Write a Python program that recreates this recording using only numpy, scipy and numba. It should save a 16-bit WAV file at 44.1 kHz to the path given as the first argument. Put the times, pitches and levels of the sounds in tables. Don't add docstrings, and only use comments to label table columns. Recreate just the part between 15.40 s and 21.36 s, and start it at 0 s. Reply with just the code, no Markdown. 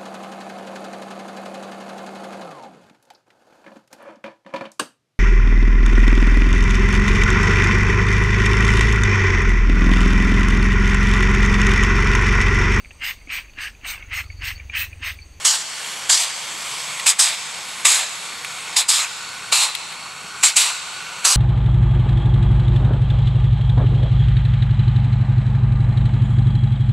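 import sys
import numpy as np
from scipy import signal
from scipy.fft import rfft, irfft, next_fast_len
from scipy.io import wavfile
from numba import njit

SR = 44100
rng = np.random.default_rng(int(sys.argv[2]) if len(sys.argv) > 2 else 0)


def boost_factor(decibels):
    exponent = np.asarray(decibels, float) / 20
    return 10 ** exponent


def master(y):
    cut = np.clip(np.atleast_2d(y).T, -1, 1)
    pcm = np.round(cut * 32767)
    wavfile.write(sys.argv[1], SR, pcm.astype(np.int16))


N = 262836
SIZE = next_fast_len(N)
HZ = np.maximum(np.arange(SIZE // 2 + 1) * SR / SIZE, 1)
T = np.arange(N) / SR


def to_rms(x, db):
    return x * boost_factor(db) / np.sqrt(np.mean(x ** 2))


def on_log_hz(table):
    hz, value = np.transpose(table)
    return np.interp(np.log(HZ), np.log(hz), value)


def over_time(table):
    return np.interp(T, *np.transpose(table))


def walk(rate_hz):
    knots = rng.standard_normal(4000)
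    return np.interp(T * rate_hz, np.arange(len(knots)), knots)


def noise(gain):
    # frequency in Hz, level in dB.
    spread = [(40, -7), (125, -17), (250, -10), (500, -11), (1000, -21.5), (2000, -17), (4000, -18.5),
              (6500, -17.5), (8500, -13), (10500, -13), (12000, -23)]
    shares = np.array([np.ones(len(HZ)), boost_factor(on_log_hz(spread))])
    return rfft(rng.standard_normal((2, SIZE))) * gain * shares


def band(spectrum, lo_hz, hi_hz):
    def above(hz):
        return np.clip(0.5 + 3 * np.log2(HZ / hz), 0, 1)
    return irfft(spectrum * (above(lo_hz) - above(hi_hz)), SIZE)[..., :N]


def turbulent(colour, lo_hz, hi_hz, rate_hz, patchy_db, count):
    spectrum = noise(boost_factor(on_log_hz(colour)))
    edges_hz = np.geomspace(lo_hz, hi_hz, count + 1)
    direct = np.zeros(N)
    for a, b in zip(edges_hz, edges_hz[1:]):
        direct += boost_factor(patchy_db * walk(rate_hz)) * band(spectrum[0], a, b)
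    diffuse = band(spectrum[1], lo_hz, hi_hz)
    return np.array([direct, diffuse]) / np.std(direct)


def breathy(hz, width_hz):
    resonance = 1 / (1 + (2 * (HZ - hz) / width_hz) ** 2)
    out = irfft(noise(resonance), SIZE)[:, :N]
    return out / np.std(out[0])


def town():
    # frequency in Hz, density in dB per Hz.
    colour = [(15, -49), (25, -28), (46, -9), (130, 0.5), (172, 4), (256, -4.5), (413, -2), (466, 0),
              (505, 1), (600, -28), (780, -34), (1320, -120)]
    rumble = turbulent(colour, 12, 480, rate_hz=6.1, patchy_db=-1.5, count=7)
    return boost_factor(-51.5) * rumble + boost_factor(-79) * breathy(152, 11)


def knocks():
    # start in seconds, peak in dB, ring in Hz, brightness in dB,
    # left minus right in dB.
    clicks = [
        (1.596, -16.5, 2590, -13, -1),
        (3.046, -18.5, 2360, -6, 0),
        (3.8894, -32, 4500, -6, 5),
        (4.35, -12.5, 3200, -5, 13),
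        (4.522, -25, 2560, -11, 2),
    ]
    # start in seconds, peak in dB, pitch in Hz, decay (T60) in seconds.
    thumps = [
        (4.751, -41, 148, .15),
        (4.842, -33, 174, 0.089),
        (4.843, -41, 420, 0.056),
    ]
    out = np.zeros((2, N))
    grit = rng.standard_normal((len(clicks), 4000))
    t = np.arange(4000) / SR
    spit_sos = signal.butter(3, [4000, 10500], "band", fs=SR, output="sos")
    for (start_s, db, hz, bright_db, pan_db), g in zip(clicks, grit):
        t60_s = 0.04 * np.exp(-0.051 * (bright_db + 12))
        ring_sos = signal.butter(2, [0.62 * hz, 1.57 * hz], "band", fs=SR, output="sos")
        ring = to_rms(signal.sosfilt(ring_sos, g), 0)
        spit = to_rms(signal.sosfilt(spit_sos, g), bright_db)
        attack = np.minimum(t / (0.057 * t60_s), 1)
        decay = 1000.0 ** (-t / max(t60_s, 0.005))
        click = attack * decay * boost_factor(db + 1.0) * (ring + spit)
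        k = int(start_s * SR)
        out[:, k:k + len(t)] += click * [[1], [np.tanh(pan_db / 17.4)]]
    for start_s, db, hz, t60_s in thumps:
        after_s = np.maximum(T - start_s, 0)
        shape = np.minimum(after_s / 0.0044, 1) * 1000.0 ** (-after_s / t60_s)
        out[0] += boost_factor(db) * np.sin(2 * np.pi * hz * after_s) * shape
    return out


def turbine():
    # pitch in Hz, width in Hz, level in
    # dB.
    tones = [
        (1105, 90, -48),
        (2210, 50, -47),
        (3230, 100, -52),
        (4335, 25, -50),
        (4410, 220, -46),
        (13150, 90, -70),
    ]
    # time in seconds, level in dB.
    draught_db = [(0, -64), (2, -48), (3.4, -45.5), (4, -40), (4.7, -48.5), (5, -37), (5.5, -40),
                  (5.96, -39.5)]
    blades = sum(boost_factor(db + 1.5 * walk(6)) * breathy(hz, width_hz) for hz, width_hz, db in tones)
    whine_hz = 4436
    phase = 2 * np.pi * whine_hz * T + 0.56 * walk(25)
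    whine = boost_factor(-41.0 - 0.5 * T + 1.6 * walk(12)) * np.sin(phase) * [[1], [0.1]]
    draught = boost_factor(over_time(draught_db)) * breathy(1460, 160)
    return boost_factor(-3.0) * blades + whine + draught


def leak():
    # frequency in Hz, density in dB per Hz.
    colour = [(180, -46), (300, -28), (411, -11.5), (601, -13.5), (1110, -3.5), (1470, -2.5), (1650, -7.5),
              (2260, 1), (2750, 1.5), (4450, -3.5), (5800, -13), (7940, -8.5), (11200, -25), (13500, -31),
              (15600, -47)]
    # time in seconds, flow in dB.
    flow = [(0, -3), (.36, -1), (.5, 1), (.62, -.5), (1.0, 1.5), (1.15, .5), (1.3, 3), (2.05, 1), (2.25, 0),
            (2.4, 1.5), (2.95, -0.5), (3.3, 2), (3.9, -1.5), (4.08, 0), (4.45, -1), (4.75, -2), (5.5, 0.5),
            (5.96, 3)]
    # time in seconds, level in dB.
    squeal_db = [(0, -53), (.5, -48), (1.4, -45), (2.1, -59), (2.25, -46.5), (2.9, -46.5), (3.4, -55),
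                 (4.5, -56), (5.96, -59)]
    # level in dB, dB per dB of flow, drift in dB per second as the engine turns.
    low_leak = (-36.5, 0.66, -0.46)
    middle_leak = (-33.5, 1.1, -.8)
    high_leak = (-32.5, 1, -1.4)
    flow_db = over_time(flow)

    def strength(row):
        db, per_flow_db, drift_db_per_s = row
        return boost_factor(db + per_flow_db * flow_db + drift_db_per_s * T)

    out = strength(low_leak) * turbulent(colour, 445, 1977, rate_hz=18, patchy_db=-1.3, count=6)
    out += strength(middle_leak) * turbulent(colour, 1930, 4900, rate_hz=14, patchy_db=0.5, count=6)
    out += strength(high_leak) * turbulent(colour, 4960, 14700, rate_hz=18, patchy_db=1.5, count=5)
    out += boost_factor(over_time(squeal_db)) * boost_factor(-1.5 + 1.4 * walk(14)) * breathy(11040, 490)
    return out * boost_factor(0.77 * walk(250))


def ground(x):
    # time in seconds, delay in ms.
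    delay_ms = [(0, 0.78), (1.7, 0.67), (3.4, 0.648), (4.1, 0.605), (5.96, 0.55)]
    dull = signal.sosfilt(signal.butter(1, 5000, fs=SR, output="sos"), x)
    echo_time_s = T - over_time(delay_ms) / 1000
    echo = np.array([np.interp(echo_time_s, T, row) for row in dull])
    return x - 0.28 * echo


def yard(x):
    t60_s, delay_s, tail_db = 0.95, 0.15, -21
    t = np.arange(SR) / SR
    shape = np.clip(t / delay_s, 0, 1) ** 2 * 1000.0 ** (-t / t60_s)
    tail = rng.standard_normal((2, SR)) * shape
    tail = signal.sosfilt(signal.butter(1, 4000, fs=SR, output="sos"), tail)
    tail /= np.sqrt(np.sum(tail[0] ** 2))
    return signal.fftconvolve(x[None], tail, axes=1)[:, :N] * boost_factor([[tail_db], [tail_db - 6.5]])


def valves():
    # start in seconds, peak in dB,
    # time open in seconds, pressure sag while open in dB, first slug of water in dB.
    openings = [(0.043, -13.5, 0.071, 1.5, 1), (0.689, -13, .14, 8, 6.5), (1.657, -13, 0.049, -1, 6),
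                (1.784, -12, 0.12, 11, 3.5), (2.445, -10.5, .15, 11.5, 8.5), (3.358, -14, .05, 3, 5),
                (3.48, -13.5, 0.12, 6.5, -5), (4.117, -13, .12, 4.5, 8.5), (5.027, -11, 0.054, 3, 7),
                (5.156, -11, 0.13, 11.5, 1), (5.842, -12, 0.093, 1.5, 1.5), (0.125, -28, 0.084, 4.5, 0),
                (4.975, -49, 0.069, -10, 0), (5.09, -32.5, 0.063, 4, -6)]
    snap_s, snap_db = 0.0088, 27
    swell_s, swell_db = 0.011, 3.5
    shut_db = 31
    pop_s = 0.0097
    linger_db = 18.5
    gain = np.zeros((3, N))
    for start_s, peak_db, open_s, sag_db, slug_db in openings:
        t = T - start_s
        fall_db = np.interp(t, [swell_s, open_s, 4 * open_s], [0, sag_db, sag_db + 3 * shut_db])
        rise_db = np.interp(t, [0, snap_s, swell_s], [-snap_db, -swell_db, 0])
        on = (t > 0) * (t < 4 * open_s) * boost_factor(peak_db + rise_db)
        pop_db = slug_db * np.exp(-np.clip(t - snap_s, 0, 1) / pop_s)
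        lag_db = np.minimum(fall_db, linger_db)
        gain[0] += on * boost_factor(-fall_db)
        gain[1] += on * boost_factor(-5.5 + 0.27 * pop_db + 0.32 * lag_db - fall_db)
        gain[2] += on * boost_factor(-11.5 + pop_db + 0.65 * lag_db - fall_db)
    return gain


def jets():
    # frequency in Hz, density in dB per Hz.
    colour = [(150, -50), (300, -28), (500, -25.5), (800, -13), (1200, -8), (2000, -9.5), (3000, -4),
              (4200, 1.5), (5900, -2.5), (7700, 3.5), (9500, -5), (11900, -15.5), (14000, -23.5),
              (16000, -29)]
    hiss_gain, rush_gain, roar_gain = valves()
    eddies = boost_factor(0.85 * walk(300) + 0.84 * walk(50))
    hiss = turbulent(colour, 4260, 14300, rate_hz=19, patchy_db=2.4, count=6)
    rush = turbulent(colour, 2840, 4540, rate_hz=23, patchy_db=3.5, count=5)
    roar = turbulent(colour, 325, 3060, rate_hz=15, patchy_db=2.5, count=8)
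    jet = boost_factor(5.5) * hiss_gain * hiss
    jet += boost_factor(3.0) * rush_gain * rush
    jet += boost_factor(5.5) * roar_gain * roar
    jet *= eddies
    return jet * boost_factor([[0], [-3]]) + yard(jet[0])


def scene():
    # frequency in Hz, lead of the left port in radians.
    port_phase = [(0, 0), (7840, -0.12), (8610, -0.48), (9390, -0.3), (15300, 0.0)]
    direct, diffuse = ground(jets() + leak()) + turbine() + knocks() + town()
    turn = np.exp(0.5j * on_log_hz(port_phase))
    spectrum = rfft(direct, SIZE)
    left = irfft(spectrum * turn, SIZE)[:N]
    right = irfft(spectrum / turn, SIZE)[:N]
    return np.array([boost_factor(-0.46) * (left + diffuse), boost_factor(-0.3) * (right - diffuse)])


@njit
def follow(x, attack, release):
    e, y = 0.0, np.empty(len(x))
    for i in range(len(x)):
        e += (x[i] - e) * (attack if x[i] > e else release)
        y[i] = e
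    return y


def band_limit(x):
    return signal.sosfilt(signal.butter(12, 15800, fs=SR, output="sos"), x)


def record(dry):
    attack_s, release_s, threshold_db = 0.0032, 0.12, -20.5
    loud = follow(np.abs(dry).mean(axis=0), 1 / (attack_s * SR), 1 / (release_s * SR))
    gain = np.minimum(1, (boost_factor(threshold_db) / (loud + 1e-9)) ** 0.31)
    return band_limit(np.clip(dry * gain, -1, 1))


dry = scene()
out = record(dry)
master(out)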